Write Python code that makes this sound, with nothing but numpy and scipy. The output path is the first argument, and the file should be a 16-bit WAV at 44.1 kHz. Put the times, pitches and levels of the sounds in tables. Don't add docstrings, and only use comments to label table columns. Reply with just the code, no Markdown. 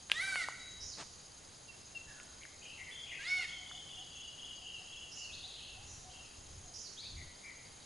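import sys
import numpy as np
from scipy import signal
from scipy.fft import rfft, irfft
from scipy.io import wavfile

SR = 44100
rng = np.random.default_rng(int(sys.argv[2]) if len(sys.argv) > 2 else 0)


def unload_audio(sound):
    columns = np.transpose(np.atleast_2d(sound))
    steps = np.round(np.clip(columns, -1, 1) * 32767)
    wavfile.write(sys.argv[1], SR, steps.astype(np.int16))


N = 346185
T = np.arange(N) / SR
FREQ = np.fft.rfftfreq(N, 1 / SR)


def undb(db):
    return 10 ** (np.asarray(db) / 20)


def unit(x):
    return x / np.sqrt(np.mean(x ** 2) + 1e-20)


def colour(x, points):
    hz, db = np.transpose(points)
    gain = undb(np.interp(np.log(FREQ + 1), np.log(hz), db))
    return irfft(rfft(x) * gain, N)


def noise():
    return rng.standard_normal(N)


def walk(rate):
    return unit(irfft(rfft(noise()) * np.exp(-.5 * (FREQ / rate) ** 2), N))


def curve(rows, axis=1):
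    rows = np.array(rows)
    return np.interp(T, rows[:, 0], rows[:, axis])


def gate(rows, fade=0.0033):
    to_nearest_end = np.minimum(T - rows[0][0], rows[-1][0] - T)
    return np.clip(to_nearest_end / fade + .5, 0, 1)


def hump(s, length):
    return np.exp(-(2 * (T - s) / length) ** 2)


def sine(hz):
    return np.sin(2 * np.pi * np.cumsum(hz) / SR)


def pan(x, db):
    return np.array([x * undb(db / 2), x * undb(-db / 2)])


def spread(mid, side):
    return np.array([mid + side, mid - side])


def add(out, s, x):
    i = int(s * SR)
    out[..., i:i + x.shape[-1]] += x[..., :N - i]


def woods(x, direct_db, wet_db, t60, near_db, near_t60=0.031, side=0.25):
    t = np.arange(int(1.5 * SR)) / SR
    trunks = unit(undb(-60 * t / t60))
    branches = undb(near_db) * unit(undb(-60 * t / near_t60))
    onset = 1 - np.exp(-t / 0.0055)
    mid, wide = rng.standard_normal((2, len(t))) * (trunks + branches) * onset
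    echo = unit(spread(mid, side * wide)) / np.sqrt(len(t))
    wet = signal.fftconvolve(x, echo, axes=1)[:, :N]
    return undb(direct_db) * x + undb(wet_db) * wet


# (f/Hz, level/dB)
THROAT_COLOUR = [(550, -7), (800, -7.5), (1300, -1), (2600, -1), (3100, -0.5), (3900, -1.5), (4450, 0),
                 (5300, -5.5), (7000, -7.5), (10500, -8)]
BILL_WIDTH_HZ = 530
LOW_FULL_HZ, LOW_DB_PER_OCTAVE = 746, 51
OVERTONE_FLICKER_DB = 3
HOARSE_AFTER_S, HOARSE_DB = 0.12, 5
FLUTTER_HZ = 22.1


def squeal(rows, jitter, bill_hz, bill_db, bill_fade_s, rasp_db, low_db, upper_db, fray, tilt_db,
           first_db, flutter, count=15):
    hz = curve(rows) * (1 + jitter * walk(210))
    age = T - rows[0][0]
    phase = 2 * np.pi * np.cumsum(hz) / SR

    third = undb(curve(rows, axis=2))
    second = undb(low_db + LOW_DB_PER_OCTAVE * np.minimum(np.log2(hz / LOW_FULL_HZ), 0))
    second = second * (1 + flutter * np.cos(2 * np.pi * FLUTTER_HZ * age))
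    core = third * np.sin(3 * phase) + second * (np.sin(2 * phase) + undb(first_db) * np.sin(phase))

    bill = sum(np.sin(k * phase) / (1 + ((k * hz - bill_hz) / BILL_WIDTH_HZ) ** 4) for k in (5, 6))
    bill = bill * undb(bill_db) / (1 + (age / bill_fade_s) ** 2)

    slip = fray * walk(240)
    overtones = 0
    for k in range(4, count):
        flicker = undb(OVERTONE_FLICKER_DB * walk(29))
        overtones = overtones + undb(tilt_db * np.log2(k)) * np.sin(k * (phase + slip)) * flicker
    rasp = undb(rasp_db) * noise() * (1 + np.cos(phase))
    upper = unit(colour(unit(overtones) + rasp, THROAT_COLOUR))

    hoarse = undb(upper_db - HOARSE_DB * np.clip(1 - age / HOARSE_AFTER_S, 0, 1))
    hoarse = hoarse * np.clip((rows[-1][0] - T) / 0.012, 0, 1)
    return gate(rows, fade=0.02) * (np.sqrt(2) * (core + bill) + hoarse * upper)


# (t/s, pitch f/Hz, third harmonic level/dB before the woods)
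HOARSE_SQUEAL = [(0.105, 526.0, -50), (0.115, 538.6, -43), (0.137, 574.4, -57), (0.167, 631, -38.5),
                 (0.199, 668.5, -33.5), (0.221, 757.9, -36.5), (0.237, 771, -44), (0.281, 781, -39.5),
                 (0.361, 740.4, -43), (0.375, 731, -34.5), (0.452, 617, -41)]
ROUND_SQUEAL = [(3.195, 523, -45.5), (3.229, 577.3, -51.5), (3.269, 693, -38.5), (3.289, 735, -40),
                (3.325, 740, -29.5), (3.353, 742, -38), (3.387, 726.5, -33.5), (3.419, 696, -38.5),
                (3.46, 580, -52)]


def hornbill(fray=.095):
    first = squeal(HOARSE_SQUEAL, jitter=0.0015, bill_hz=3900, bill_db=-46, bill_fade_s=0.14, rasp_db=-2,
                   low_db=-41.5, upper_db=-44.5, fray=fray, tilt_db=2.5, first_db=-17, flutter=0.62)
    second = squeal(ROUND_SQUEAL, jitter=0.0039, bill_hz=4370, bill_db=-52, bill_fade_s=0.22, rasp_db=-7,
                    low_db=-50, upper_db=-44, fray=fray, tilt_db=-7.5, first_db=-13.5, flutter=.15)
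    return woods(pan(first + second, -1.2), direct_db=-3.0, wet_db=-7, t60=0.98, near_db=-5, side=0.22)


# (t/s, length/s, centre f/Hz, swing/Hz, level/dB before swell and woods)
WARBLES = [(2.615, 0.15, 2750, 328, -53), (2.905, 0.17, 3230, 215, -50.5), (3.06, 0.13, 2555, 330, -51),
           (3.474, 0.12, 3155, 151, -50.5), (3.661, 0.19, 3170, 302, -52), (3.891, 0.15, 3087, 346, -51.5),
           (4.113, 0.19, 3010, 350, -52), (4.377, 0.17, 3020, 289, -51), (4.615, .165, 2875, 230, -49),
           (4.864, 0.21, 2960, 310, -53), (5.161, 0.15, 2785, 109, -51), (5.557, .2, 2863, 305, -55.5),
           (6.094, 0.16, 2897, 275, -57.5)]
WARBLE_HZ, WARBLE_SLOWING_HZ_PER_S = 26.91, 2.1
ARCH_HZ, SLUR_SHARE = 90.2, 0.41
SLUR_HZ, SLUR_GROWTH_HZ_PER_S = 30, 96.6


def warbler(throb=0.26, uneven=0.129, wobble_hz=40, slur_db=1.0):
    out = np.zeros(N)
    pace = 1 + uneven * walk(19.0)
    wobble = wobble_hz * walk(73.5)
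    for s, length, hz, swing_hz, db in WARBLES:
        u = np.linspace(0, 1, int(length * SR))
        into_run = s - WARBLES[0][0]
        now = int(s * SR) + np.arange(len(u))
        swing_rate = WARBLE_HZ - WARBLE_SLOWING_HZ_PER_S * into_run
        turn = 2 * np.pi * swing_rate * np.cumsum(pace[now]) / SR
        slur = np.clip((u - 1) / SLUR_SHARE + 1, 0, 1)
        swing = (1 - slur) ** 2 * (wobble[now] - swing_hz * np.cos(turn))
        fall = (SLUR_HZ + SLUR_GROWTH_HZ_PER_S * into_run) * slur
        pitch = hz + swing + ARCH_HZ * np.sin(np.pi * u) - fall
        edges = np.abs(np.sin(np.pi * u)) ** .25
        swell = edges * (1 + throb * (1 - slur) * np.sin(turn)) * undb(slur_db * (slur - 1.0))
        add(out, s, undb(db) * np.sqrt(2) * swell * sine(pitch))
    return woods(pan(out, 2.2), direct_db=-2, wet_db=1.2, t60=1.0, near_db=-1.5)


# (t/s after its start, length/s, start f/Hz, end f/Hz, buzz depth/Hz, level/dB within the phrase)
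PHRASE_PARTS = [(0, 0.044, 5450, 5480, 490, 1.5), (0.03, 0.0782, 5980, 6080, 950, 0.5),
                (0.106, .04, 5100, 4100, 320, -2)]
# (t/s, level/dB, left minus right/dB)
PHRASES = [(0.801, -47.5, -4), (5.112, -51, -6), (6.736, -49.5, -6)]
# (t/s, length/s, centre f/Hz, level/dB)
RASPS = [(5.36, .06, 3870, -54), (5.47, .13, 3790, -53), (5.579, 0.15, 3780, -56.5),
         (5.858, 0.11, 6330, -53), (7.028, 0.063, 4170, -47.5)]
RASP_DEPTH = 0.153
# (t/s, length/s, start f/Hz, end f/Hz, level/dB)
UPSWEEPS = [(3.27, 0.047, 4760, 5770, -46), (5.316, .042, 3150, 4620, -48.5),
            (5.423, 0.042, 3300, 4310, -47), (6.967, 0.057, 3115, 4890, -47),
            (7.01, 0.074, 2100, 2840, -61.5)]
UPSWEEP_BUZZ_HZ, UPSWEEP_PAN_DB = 70, 1.5
# (t/s, length/s, pitch f/Hz, level/dB, left minus right/dB)
CHURRS = [(2.073, 0.047, 1740, -55.5, -5), (2.16, 0.052, 1510, -59.5, -2), (2.41, 0.035, 2185, -53.5, 3),
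          (2.778, 0.056, 2160, -49.5, 5.5), (2.862, 0.047, 2137, -50.5, -2), (3.111, 0.041, 2110, -45, 4),
          (7.163, 0.067, 2174, -55, 4), (7.433, 0.078, 2210, -50.5, 3.5)]
CHURR_DEPTH, CHURR_FALL = 0.079, 0.047
# (t/s, level/dB, left minus right/dB)
PIPS = [(1.678, -54, -8), (1.946, -43, 4)]
PIP_S, PIP_FROM_HZ, PIP_TO_HZ = 0.039, 2823, 2625
WHISTLE_AT_S, WHISTLE_S, WHISTLE_HZ, WHISTLE_DB = 0.53, 0.34, 3883, -55


def small_birds(buzz_hz=115):
    near, far = np.zeros((2, 2, N))
    buzz = sine(buzz_hz * (1 + .3 * walk(60))) * (0.874 + 0.252 * walk(90))

    def note(out, s, length, start_hz, end_hz, depth_hz, db, pan_db, taper=0.41):
        u = np.linspace(0, 1, int(length * SR))
        pitch = start_hz + (end_hz - start_hz) * u + depth_hz * buzz[int(s * SR):][:len(u)]
        swell = np.abs(np.sin(np.pi * u)) ** taper
        add(out, s, pan(undb(db) * np.sqrt(2) * swell * sine(pitch), pan_db))

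    for s, db, pan_db in PHRASES:
        for after, length, start_hz, end_hz, depth_hz, part_db in PHRASE_PARTS:
            note(far, s + after, length, start_hz, end_hz, depth_hz, db + part_db, pan_db)
    for s, length, hz, db in RASPS:
        note(far, s, length, hz, hz, RASP_DEPTH * hz, db, 0)
    for s, length, start_hz, end_hz, db in UPSWEEPS:
        note(far, s, length, start_hz, end_hz, UPSWEEP_BUZZ_HZ, db, UPSWEEP_PAN_DB)
    for s, length, hz, db, pan_db in CHURRS:
        note(far, s, length, hz, hz * (1 - CHURR_FALL), CHURR_DEPTH * hz, db, pan_db)
    note(far, WHISTLE_AT_S, WHISTLE_S, WHISTLE_HZ, WHISTLE_HZ, 0, WHISTLE_DB, 0)
    for s, db, pan_db in PIPS:
        note(near, s, PIP_S, PIP_FROM_HZ, PIP_TO_HZ, 0, db, pan_db, taper=1.05)
    near = woods(near, direct_db=-1, wet_db=-6, t60=0.96, near_db=0)
    far = woods(far, direct_db=-4.0, wet_db=0, t60=0.92, near_db=-0.5)
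    return near + far


# (t/s at the peak, peak level/dB before the woods)
HOOTS = [(3.39, -58), (3.61, -64), (3.75, -60.5), (4.01, -59.5), (4.45, -70), (4.64, -65.5), (4.83, -61),
         (5.2, -70), (5.47, -63.5), (5.79, -60.5), (6.08, -58), (6.19, -65), (6.68, -65)]
HOOT_HZ, HOOT_S = 754, 0.085


def hoots():
    tone = sine(HOOT_HZ * (1 + 0.035 * walk(25.74)))
    swells = sum(undb(db) * hump(s, HOOT_S) for s, db in HOOTS)
    return woods(pan(tone * swells, 0), direct_db=0.5, wet_db=-3.0, t60=1.0, near_db=-7)


# (t/s, level/dB before shaping and the woods, ring f/Hz, ring time/s)
CLICKS = [(.0990, -21, 2310, .00019), (.1170, -6.5, 2820, .00034), (.1194, -24, 2370, .0005),
          (.3576, -18, 1740, .00028), (.4861, -22.5, 1030, .00061), (2.2003, -34, 2200, .00026),
          (2.2328, -39, 7600, .00026), (2.434, -38, 2800, .0005), (2.4525, -37, 1870, .00073),
          (3.713, -36.5, 1350, .00064)]


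def clicks(crack_db=-16):
    out = np.zeros(N)
    t = np.arange(int(.03 * SR)) / SR
    for s, db, hz, ring_s in CLICKS:
        body = t / ring_s * np.exp(1 - t / ring_s) * np.exp(-(t / (3 * ring_s)) ** 2)
        crack = undb(crack_db) * rng.standard_normal(len(t))
        add(out, s, undb(db) * body * (-np.cos(2 * np.pi * hz * t) + crack))
    out = signal.sosfilt(signal.butter(2, 450, "high", fs=SR, output="sos"), out)
    return woods(pan(out, 1.0), direct_db=-2, wet_db=-17, t60=0.44, near_db=2)


# (t/s, level/dB)
SCUFF = [(0.97, -67), (0.98, -55), (1.012, -43.5), (1.04, -59.5)]
# (f/Hz, level/dB)
SCUFF_COLOUR = [(88, -31), (150, -4), (632, -3.5), (1150, -1.5), (1570, -4.5), (6840, -13), (9000, -17),
                (11700, -48), (19800, -120)]


def scuff():
    grains = unit(colour(noise() * undb(1.8 * walk(335)), SCUFF_COLOUR))
    return pan(grains * undb(curve(SCUFF)) * gate(SCUFF), 1)


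# (centre f/Hz, width/Hz, mid level/dB before shimmer and swell)
INSECTS = [(6520, 440, -64.5), (6590, 860, -64), (5120, 230, -69.5), (4707, 140, -68.5), (4030, 640, -70),
           (3140, 220, -75), (10050, 940, -74.5)]
SHIMMER_DB, INSECT_SWELL_DB = 2.4, 1.1


def insects(side=0.18):
    out = 0
    for hz, width_hz, db in INSECTS:
        band = np.exp(-2 * ((FREQ - hz) / width_hz) ** 2)
        mid, wide = (unit(irfft(rfft(noise()) * band, N)) for _ in range(2))
        level = undb(db + SHIMMER_DB * walk(35) + INSECT_SWELL_DB * walk(1))
        out = out + spread(mid, side * wide) * level
    return out


# (f/Hz, level/dB)
AIR_COLOUR = [(60, -13.5), (150, 4), (300, 0), (550, -1.5), (800, -2.5), (1200, -5.5), (2300, -7.5),
              (4000, -6), (5600, -9), (8000, -9), (11000, -10)]
# (f/Hz, side minus mid/dB)
AIR_WIDTH = [(30, 4), (80, -5), (170, -6.5), (350, -1), (700, -0.5), (1400, -1), (3000, -8.5), (6000, -19),
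             (10000, -120)]
AIR_DB = -58
# (f/Hz, level/dB)
WIND_COLOUR = [(12, 2), (20, -12), (43, 0), (86, 3), (147, -4), (172, -19), (300, -19.5), (390, -22),
               (660, -120)]
# (t/s at the peak, length/s, peak level/dB before the flutter)
GUSTS = [(0.814, 0.24, -58.5), (2.09, .1, -60), (5.37, 0.18, -59), (5.866, 0.61, -59), (6.414, 0.065, -55),
         (6.587, 0.3, -55), (7.19, 0.2, -50.5)]
BREEZE_DB = -65.5


def air():
    mid = unit(colour(noise(), AIR_COLOUR))
    side = colour(unit(colour(noise(), AIR_COLOUR)), AIR_WIDTH)
    hiss = spread(mid, side) * undb(AIR_DB + .5 * walk(6))
    gust_power = sum((undb(db) * hump(s, length)) ** 2 for s, length, db in GUSTS)
    wind = np.sqrt(undb(BREEZE_DB) ** 2 + gust_power)
    return hiss + unit(colour(noise(), WIND_COLOUR)) * wind * undb(0.48 * walk(7.2))


def scene():
    return hornbill() + warbler() + small_birds() + hoots() + clicks() + scuff() + insects() + air()


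TOP_HZ = 11100


def record(dry):
    return signal.sosfilt(signal.ellip(12, .2, 70, TOP_HZ, fs=SR, output="sos"), dry)


dry = scene()
out = record(dry)
unload_audio(out)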